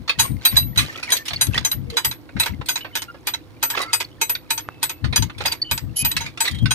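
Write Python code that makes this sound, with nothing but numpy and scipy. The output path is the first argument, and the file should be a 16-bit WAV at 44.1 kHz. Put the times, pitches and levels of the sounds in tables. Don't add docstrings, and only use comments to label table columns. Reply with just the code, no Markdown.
import sys
import numpy as np
from scipy import signal
from scipy.fft import rfft, irfft
from scipy.io import wavfile
from scipy.ndimage import uniform_filter1d

SR = 44100
rng = np.random.default_rng(int(sys.argv[2]) if len(sys.argv) > 2 else 0)


def unload_audio(sound):
    columns = np.transpose(np.atleast_2d(sound))
    steps = np.round(np.clip(columns, -1, 1) * 32767)
    wavfile.write(sys.argv[1], SR, steps.astype(np.int16))


N = 297234

# start in seconds, relative strength in dB, frame clatter against it in dB,
# high ring of the pawl in dB, ring length as a factor.
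PAWL_DROPS = [(.1942, -9.5, -13, -4.5, 1.26), (.451, -10.5, -12.5, 5.5, 1.12), (.5664, -13, -15, 3.5, 1.09),
              (.7748, -14, -10.5, -6, .9), (1.1196, -12, -11, 1.5, 1.1), (1.4107, -13.5, -11.5, -2.5, 1.05),
              (1.4681, -20, -23, -10, 0.26), (1.6477, -15.5, -10, -6, .9), (1.715, -15, -20.5, 3.5, 0.41),
              (1.9686, -14, -7, -8, 1), (2.0471, -10.5, -14.5, 3.5, .8), (2.112, -23, -12.5, -26, 0.49),
              (2.398, -9, -16.5, 0, 0.98), (2.4594, -17.5, -11.5, -18, 0.58),
              (2.6863, -12.5, -11.5, -3.5, 1.34), (2.757, -16, -13, -27, 0.62),
              (2.9533, -15, -8.5, -4, 0.99), (3.0195, -19, -18, -12, 0.53), (3.2701, -12.5, -13, 5, 0.86),
              (3.3372, -25.5, -10, -31, 0.56), (3.6275, -11, -14, -0.5, 1.23),
              (3.7013, -14.5, -15.5, 4.5, 0.81), (3.931, -8.5, -16, 2.5, 1.18),
              (4.002, -18.5, -10, -4, 0.67), (4.2137, -12.5, -11.5, -1, 1.07),
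              (4.2948, -15, -16, 5.5, 0.69), (4.5044, -12, -14, -3, 1.1), (4.5775, -16.5, -16.5, -9, 0.58),
              (4.8288, -9.5, -17.5, 3, 0.87), (4.8948, -17, -16, -8, 0.58), (5.1595, -8.5, -15, -4.5, 0.79),
              (5.223, -16.5, -16, -30, 0.45), (5.457, -12, -15, -1.5, 0.94), (5.5217, -14, -19.5, -9, 0.41),
              (5.712, -10, -15.5, -3.5, 0.79), (5.7773, -14.5, -22, -7, 0.44), (6.0478, -13, -13, 6, 0.91),
              (6.1152, -13, -26, 0, 0.51), (6.2065, -31, -4, -31, 1.7), (6.4046, -10, -16, -0.5, 1.2),
              (6.7072, -16.5, -10, -19, 1.55)]
# time in seconds, position from 1 at the tooth's tip to 0 at its root.
LANDING = [(0, 0.89), (1.15, 1.0), (1.7, 0.89), (2.4, 0.051), (3.5, 0.025), (6.74, 0.14)]
# frequency in Hz, relative density in dB per Hz.
FRAME_SPECTRUM = [(150, -25.5), (400, -5.5), (680, -10), (950, -1), (1250, -2), (2100, 3.5), (2800, 1),
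                  (3400, 1), (4300, -5), (6500, -5.5), (9500, -14), (10900, -33), (12100, 1.5),
                  (13300, -24), (14300, -39), (15500, -61)]
# frequency in Hz, relative density in dB per Hz.
TICK_SPECTRUM = [(300, -17.5), (1200, -7), (3200, 8), (6000, 1.5), (10000, 4), (13000, -7), (15500, -16)]
# frequency in Hz, relative density in dB per Hz.
GEAR_SPECTRUM = [(150, -42.5), (500, -12), (1000, -4), (2100, 5.5), (2900, 3.5), (3900, 7.5), (5000, -1.5),
                 (7000, -8.5), (11000, -13), (15000, -26)]


def pawl(steel_db=-6, clatter_db=7, tick_db=-4, slide_db=-23, rattle_db=3.5, chatter_s=0.015,
         clatter_t60_s=0.076, tick_t60_s=0.024, slide_t60_s=0.034, tick_rise_s=0.00026, frame_rise_s=0.0035):
    out = np.zeros((2, N))
    ring_t = np.arange(SR // 3) / SR
    t = ring_t[:SR // 7]
    before = ring_t[:SR // 30][::-1]
    settle_fade = fade(np.hypot(t, chatter_s) - chatter_s, clatter_t60_s)
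    settle = (1 - np.exp(-t / frame_rise_s)) * settle_fade
    tick_shape = fade(t, tick_t60_s) * (1 - np.exp(-t / tick_rise_s))
    landing_s, landing_tip = np.transpose(LANDING)
    for s, db, frame_db, ring_db, sustain in PAWL_DROPS:
        slide = amp(slide_db) * noise(GEAR_SPECTRUM, len(before)) * fade(before, slide_t60_s)
        contacts = amp(rattle_db * unit(uniform_filter1d(rng.standard_normal(len(t)), size=70)))
        rattle = noise(FRAME_SPECTRUM, len(t), ripple_db=3.5, grain=contacts)
        clatter = amp(clatter_db + frame_db) * rattle * settle
        tick = amp(tick_db) * noise(TICK_SPECTRUM, len(t)) * tick_shape
        ring = steel(ring_t, np.interp(s, landing_s, landing_tip), ring_db, sustain)
        add(out, s - before[0], amp(db) * slide)
        add(out, s, amp(db) * (tick + clatter))
        add(out, s, amp(db + steel_db) * ring)
    return out


# frequency in Hz, before detuning.
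STEEL_HZ = [915, 1373, 1510, 2140, 2514, 3240, 3951, 4549, 4803, 6290, 6540, 7932, 8565, 8998, 11560, 11860,
            12004, 14192, 14380]
# relative level in dB, base t60 in seconds, left-right in dB,
# left lead in radians, share of the pawl's high ring as a factor, extra on a tooth's tip in dB.
STEEL_MODES = [(-4.5, 0.081, -3.5, 0, -0.23, -4), (-25, 0.14, -4, -0.5, 0.2, -11),
               (-9, 0.055, -7, 0, -0.43, -10), (-9.5, 0.045, -7.5, 1.8, -0.18, 1),
               (-4.5, 0.083, -3, 0.5, -0.094, -4), (-7.5, 0.039, 3.5, 0.1, -0.34, 8),
               (-3, 0.079, -4, 2.5, -0.42, 17), (-19.5, 0.12, 6, 2.5, 0, 5.5),
               (-2.5, 0.076, 7, -2.07, -0.13, 2.5), (-7, 0.1, 8, -2.5, -0.44, 7),
               (-13.5, 0.067, 11.5, 1.3, -0.46, 14), (-6, 0.13, 4, 1.5, 0.6, -0.5),
               (-11.5, 0.1, -4, -0.5, 0.22, -6.5), (-1, 0.11, 9.5, 4, 0.16, 3),
               (-17.5, 0.17, 4, 1.5, 0.45, 17.5), (-20, 0.12, 1.5, -0.7, 0.28, -1),
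               (-2, 0.23, 0.8, 1.89, .9, 3), (-7.5, 0.089, 3, 2, 0.64, 8), (-36.5, .35, -1.5, 2, .2, 8.5)]


def steel(t, tip, ring_db, sustain, rise_s=0.0031, scatter_db=4, detune=0.00056, damping=0.2, rebound=0.56):
    out = np.zeros((2, len(t)))
    rebound_s = rng.uniform(0.0052, 0.014)
    second = rebound * np.clip((t - rebound_s) / rise_s, 0, 1)
    scatter = rng.standard_normal((len(STEEL_MODES), 5))
    for hz, mode, (size, bend, loss, turn, nudge) in zip(STEEL_HZ, STEEL_MODES, scatter):
        db, t60_s, pan_db, lead_rad, ring_share, tip_db = mode
        life_s = max(sustain * t60_s * np.exp(damping * loss), .01)
        u = t[:int(life_s * SR)]
        swing = np.exp(2j * np.pi * (hz * (1 + detune * bend) * u + turn))
        swing = swing * (1 + 1j * np.sign(nudge) * second[:len(u)])
        ports = np.array([[amp(pan_db / 2) * np.exp(1j * lead_rad)], [amp(-pan_db / 2)]])
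        gain = amp(db + ring_share * ring_db + tip * tip_db + scatter_db * size)
        add(out, 0, gain * fade(u, life_s) * (ports * swing).real)
    return out * (1 - np.exp(-t / rise_s))


# start in seconds, relative strength in dB, brightness in dB per octave, t60 in seconds.
KNOCKS = [(0.0773, -21.5, -3.5, 0.13), (0.0935, -8, -2.5, 0.089), (0.187, -15.5, 0, 0.071),
          (.556, -20, 2, 0.062), (0.7592, -20.5, -1, 0.053), (0.7854, -12.5, 2, 0.16),
          (1.0275, -21, -0.5, 0.12), (1.1023, -15, 3, 0.054), (1.1663, -13.5, 5.5, 0.062),
          (1.253, -28, 3, 0.26), (1.281, -15.5, 2, 0.073), (1.3065, -18, -4, 0.056),
          (1.3323, -15.5, -2, 0.056), (1.5429, -15, -1.5, 0.042), (1.577, -6.5, -2, 0.045),
          (1.9, -23.5, 3.5, 0.052), (2.29, -32.5, -9, 0.056), (2.365, -25.5, -8, .1),
          (2.434, -13, 4, 0.034), (2.612, -22, -8.5, 0.052), (2.6586, -28, 7.5, 0.085),
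          (2.807, -27, -.5, 0.052), (2.8454, -25, -9, 0.11), (3.143, -35, -11, 0.1),
          (3.7488, -14.5, -7, 0.041), (3.7732, -11, -6.5, 0.056), (3.8002, -21, -14, 0.15),
          (3.8158, -19, 7.5, 0.072), (3.8279, -22, -3, 0.064), (4.0098, -21.5, 1, .06),
          (4.351, -16.5, -0.5, 0.054), (5.0424, -20.5, -5, .1), (5.1263, -17, -5, 0.091),
          (5.297, -24, -7, 0.056), (5.381, -26.5, 1, 0.062), (5.4043, -18.5, -8.5, 0.081),
          (5.4518, -13.5, -5.5, 0.095), (6.1654, -8.5, 2, 0.068), (6.2604, -24.5, -1, 0.11),
          (6.3738, -21.5, -3, 0.06), (6.4508, -16, -1.5, 0.15), (6.4777, -9, 1, 0.047),
          (6.511, -26, 6, 0.057), (6.545, -31.5, 2, 0.11), (6.5844, -28.5, 3, 0.053),
          (6.6565, -14, -2.5, 0.067)]


def gears(level_db=-1, rise_s=0.002):
    out = np.zeros((2, N))
    t = np.arange(SR // 9) / SR
    for s, db, tilt_db, t60_s in KNOCKS:
        shape = fade(t, t60_s) * (1 - np.exp(-t / rise_s))
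        add(out, s, amp(db + level_db) * noise(GEAR_SPECTRUM, len(t), tilt_db, ripple_db=6) * shape)
    return out


# start in seconds, relative level in dB.
SNAPS = [(4.6883, -15.5)]


def snaps(hz=1300, t60_s=0.0049):
    out = np.zeros((2, N))
    t = np.arange(SR // 20) / SR
    swing = 2 * np.sin(2 * np.pi * hz * t) * fade(t, t60_s)
    for s, db in SNAPS:
        add(out, s, amp(db) * np.ones((2, 1)) * swing)
    return out


# start in seconds, length in seconds, mean pitch in Hz, relative level in dB.
SQUEAKS = [(0.45, .06, 4590, -30), (1.087, 0.028, 1926, -28.5), (1.17, 0.066, 1800, -40),
           (1.3593, 0.012, 4410, -21), (1.86, .053, 483, -42.5), (1.917, 0.066, 465, -34),
           (1.95, .1, 3040, -46), (2.423, .021, 2080, -31.5), (2.43, .014, 3990, -22),
           (2.803, 0.037, 2970, -38.5), (2.92, 0.13, 3030, -41), (3.079, 0.039, 1394, -36.5),
           (3.079, 0.031, 2820, -45.5), (3.809, 0.036, 3910, -30), (3.807, 0.038, 2000, -31),
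           (3.841, 0.087, 1320, -37), (3.873, .04, 2130, -40), (3.88, .022, 4570, -44),
           (4.351, 0.0034, 4530, -20), (4.604, 0.45, 2640, -56), (5.467, 0.0206, 4830, -21),
           (5.516, 0.016, 4580, -21.5), (4.047, 0.0061, 4410, -29.5), (5.616, 0.017, 4490, -17.5),
           (5.638, 0.08, 3010, -37), (5.955, 0.082, 3010, -30.5), (5.983, 0.11, 2480, -32),
           (6.477, 0.0098, 1995, -19), (6.474, 0.013, 3840, -26), (6.484, 0.18, 3220, -41.5)]
# start in seconds, length in seconds.
SCREECH_SPAN = (5.957, .076)
# mean pitch in Hz, relative level in dB.
SCREECH_PARTIALS = [(6487, -25), (9835, -15), (11157, 0), (12845, -25), (13968, -21)]
# frequency in Hz, relative density in dB per Hz.
GRIT_SPECTRUM = [(300, -33), (2000, -20), (4500, 8), (8000, 4), (10500, 3), (12500, 1), (14000, -16),
                 (15500, -20)]


def axle(level_db=2, screech_db=-19, grit_db=-30):
    out = np.zeros((2, N))
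    for s, length_s, hz, db in SQUEAKS:
        add(out, s, amp(db + level_db) * squeal(length_s, hz, waver_hz=35 * np.sqrt(hz / 3000)))
    s, length_s = SCREECH_SPAN
    for hz, db in SCREECH_PARTIALS:
        add(out, s, amp(screech_db + db) * squeal(length_s, hz, waver_hz=23.5, rough_db=3))
    grit = noise(GRIT_SPECTRUM, int(length_s * SR), ripple_db=4.5)
    add(out, s, amp(grit_db) * grit * signal.windows.tukey(grit.shape[1], .3))
    return out


def squeal(length_s, hz, waver_hz, lead_rad=1.18, rough_db=2):
    size = max(int(length_s * SR), 32)
    waver, flutter = unit(uniform_filter1d(rng.standard_normal((2, SR)), size=120, axis=1))[:, :size]
    phase = 2 * np.pi * np.cumsum(hz + waver_hz * waver) / SR
    return np.sin([phase + lead_rad, phase]) * amp(rough_db * flutter) * signal.windows.tukey(size, .4)


# start in seconds, length in seconds, relative level in dB.
SCRAPES = [(.22, 0.027, -27.5), (.425, 0.1, -40), (.515, 0.074, -34), (.795, 0.039, -32), (.87, .13, -35),
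           (1.095, 0.059, -27.5), (1.28, 0.15, -41.5), (1.55, 0.031, -29), (1.93, 0.014, -40),
           (2.425, 0.035, -29), (3.725, 0.049, -34), (3.775, 0.039, -26), (3.87, .08, -45),
           (5.415, .1, -32.5), (5.97, 0.19, -44.5), (6.2, 0.059, -35.5), (6.445, 0.029, -31.5),
           (6.68, .06, -44)]
# frequency in Hz, relative density in dB per Hz.
RUB_SPECTRUM = [(30, -32.5), (200, -1.5), (600, 0.5), (1300, -9.5), (2100, 2.5), (4200, -4.5), (6000, -7.5),
                (9000, -18), (15000, -21)]


def rubbing(grain_db=4, level_db=-4, creak_db=2, creaks_per_s=450, size_db=5.5, cycles=70):
    slips = amp(grain_db * unit(uniform_filter1d(rng.standard_normal(N), size=130)))
    scrape = noise(RUB_SPECTRUM, N, grain=slips)
    creak = np.zeros((2, N))
    t = np.arange(SR // 20) / SR
    when, pitch, size, lead = rng.random((int(creaks_per_s * N / SR), 4)).T
    pitch_hz = 900 * 8 ** pitch
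    gain = amp(read(RUB_SPECTRUM, pitch_hz) - size_db * np.log(np.maximum(1 - size, .02)))
    for s, hz, g, turn in zip(when * N / SR, pitch_hz, gain, lead):
        u = t[:int(cycles / hz * SR)]
        phase = 2 * np.pi * hz * u
        shape = fade(u, cycles / hz) * (1 - fade(u, 10 / hz))
        add(creak, s, g * np.sin([phase + np.pi * turn, phase]) * shape)
    load = surges(SCRAPES, rise_s=0.018, sag_db=0.5, t60_s=0.2, idle_db=-56.5)
    return (scrape + amp(creak_db) * unit(creak)) * amp(level_db) * load


def field(x, wet_db=-24, t60_s=0.12, build_t60_s=0.056):
    t = np.arange(SR // 2) / SR
    tail = noise(RUB_SPECTRUM, len(t)) * fade(t, t60_s) * (1 - fade(t, build_t60_s))
    echo = signal.fftconvolve(x, tail / np.linalg.norm(tail[0]), axes=1)[:, :N]
    return x + amp(wet_db) * echo


# start in seconds, length in seconds, relative pressure in dB.
GUSTS = [(0, 0.033, -35), (.185, 0.064, -31.5), (.305, 0.066, -24.5), (.535, 0.047, -25),
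         (.615, 0.1, -27.5), (.775, .06, -24.5), (1.32, 0.13, -37), (1.488, 0.016, -18.5),
         (1.565, 0.076, -31.5), (1.755, 0.15, -30), (2.065, 0.047, -35), (2.36, 0.027, -26.5),
         (2.505, 0.048, -28.5), (2.6, 0.0082, -28), (5.04, 0.082, -22), (5.195, 0.051, -20.5),
         (5.37, 0.14, -37), (5.72, 0.036, -30), (5.83, 0.091, -29.5), (6.025, 0.06, -29.5),
         (6.155, 0.14, -36), (6.52, 0.083, -28.5), (6.627, 0.034, -14.5), (6.7, 0.051, -31)]
# frequency in Hz, relative density in dB per Hz.
WIND_SPECTRUM = [(15, -19.5), (35, -7.5), (65, 3.5), (130, 3), (190, -7), (280, -10), (400, -31.5),
                 (800, -43.5), (2000, -61.5)]


def wind(left_db=8.5, right_db=-5, calm_db=-44, low_cut_hz=50):
    hz = np.fft.rfftfreq(N, 1 / SR)
    eddies = irfft(rfft(rng.standard_normal((2, N))) * amp(read(WIND_SPECTRUM, hz)), N)
    eddies /= np.sqrt(uniform_filter1d(eddies ** 2, size=900, axis=1))
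    pressure = surges(GUSTS, rise_s=0.0093, sag_db=6.5, t60_s=0.19, idle_db=-49)
    gust = pressure ** 2 / np.hypot(pressure, amp(calm_db))
    buffet = eddies * uniform_filter1d(gust, size=200) * amp([[left_db], [right_db]])
    low_cut = signal.butter(2, low_cut_hz, "high", fs=SR, output="sos")
    return signal.sosfilt(low_cut, buffet)


# frequency in Hz, relative density in dB per Hz.
HUSH_SPECTRUM = [(15, -41), (39, -11), (62, -12), (103, 2.5), (190, -10.5), (310, 2.5), (410, -10.5),
                 (630, -14), (1000, -17), (2600, -32), (4000, -27), (6500, -39.5), (10000, -35.5),
                 (15000, -37.5)]


def hush(level_db=-46, drone_db=-58, drone_hz=500, wander_hz=6):
    drift = np.cumsum(unit(uniform_filter1d(rng.standard_normal(N), size=2000))) / SR
    drone = np.sin(2 * np.pi * (drone_hz * np.arange(N) / SR + wander_hz * drift))
    return amp(level_db) * noise(HUSH_SPECTRUM, N) + amp(drone_db) * drone


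def surges(events, rise_s, sag_db, t60_s, idle_db):
    t = np.arange(N) / SR
    power = amp(idle_db) ** 2 * np.ones(N)
    for s, length_s, db in events:
        near = slice(max(int((s - .2) * SR), 0), int((s + length_s + .4) * SR))
        u = t[near] - s
        swell = np.exp(np.minimum(u, 0) / rise_s)
        sag = amp(db - sag_db * np.clip(u / length_s, 0, 1))
        power[near] += (sag * swell * fade(np.maximum(u - length_s, 0), t60_s)) ** 2
    return np.sqrt(power)


# frequency in Hz, likeness from 0 to 1, left lead in radians, left-right in dB.
PORTS = [(96.3, 0.89, -6.5, -9.5), (457, 0.9, 1, -2), (1590, 0.35, -0.15, -8), (2107, 0.12, 4, -2.5),
         (3450, 0.67, 1, -2), (4490, 0.246, 3.5, -9.5), (7080, 0.366, -1.5, 3.5), (15900, 0.15, -0.5, -4)]


def noise(spectrum, size, tilt_db=0, ripple_db=0, grain=1):
    hz = np.fft.rfftfreq(size, 1 / SR)
    a, b = rfft(rng.standard_normal((2, size)) * grain)
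    same = np.clip(read(PORTS, hz, axis=1), 0, 1)
    right = (same * a + np.sqrt(1 - same ** 2) * b) * np.exp(-1j * read(PORTS, hz, axis=2))
    side = amp(read(PORTS, hz, axis=3) / 2)
    octaves = np.log2(np.maximum(hz, 300) / 2200)
    knots_hz = np.geomspace(500, 16000, 60)
    ripple = np.interp(hz, knots_hz, rng.standard_normal(len(knots_hz)))
    colour = amp(read(spectrum, hz) + tilt_db * octaves + ripple_db * ripple)
    return unit(irfft(np.array([a * side, right / side]) * colour, size))


def amp(db):
    return 10 ** (np.asarray(db) / 20)


def unit(x):
    return x / np.sqrt(np.mean(x ** 2) + 1e-20)


def read(points, hz, axis=1):
    table = np.array(points, float)
    return np.interp(np.log(hz + 1), np.log(table[:, 0] + 1), table[:, axis])


def add(mix, s, sound):
    part = mix[:, max(round(s * SR), 0):][:, :sound.shape[1]]
    part += sound[:, :part.shape[1]]


def fade(t, t60_s):
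    return np.exp(-np.log(1000) * t / max(t60_s, 1e-3))


def scene():
    winch = pawl() + gears() + snaps() + axle() + rubbing()
    return field(winch) + wind() + hush()


def record(dry, ceiling=.92, edge_hz=15600):
    rounded = dry / (1 + (dry / ceiling) ** 6) ** (1 / 6)
    band_limit = signal.firwin(255, edge_hz, window=("kaiser", 9), fs=SR)
    return signal.oaconvolve(rounded, band_limit[None], "same")


dry = scene()
out = record(dry)
unload_audio(out)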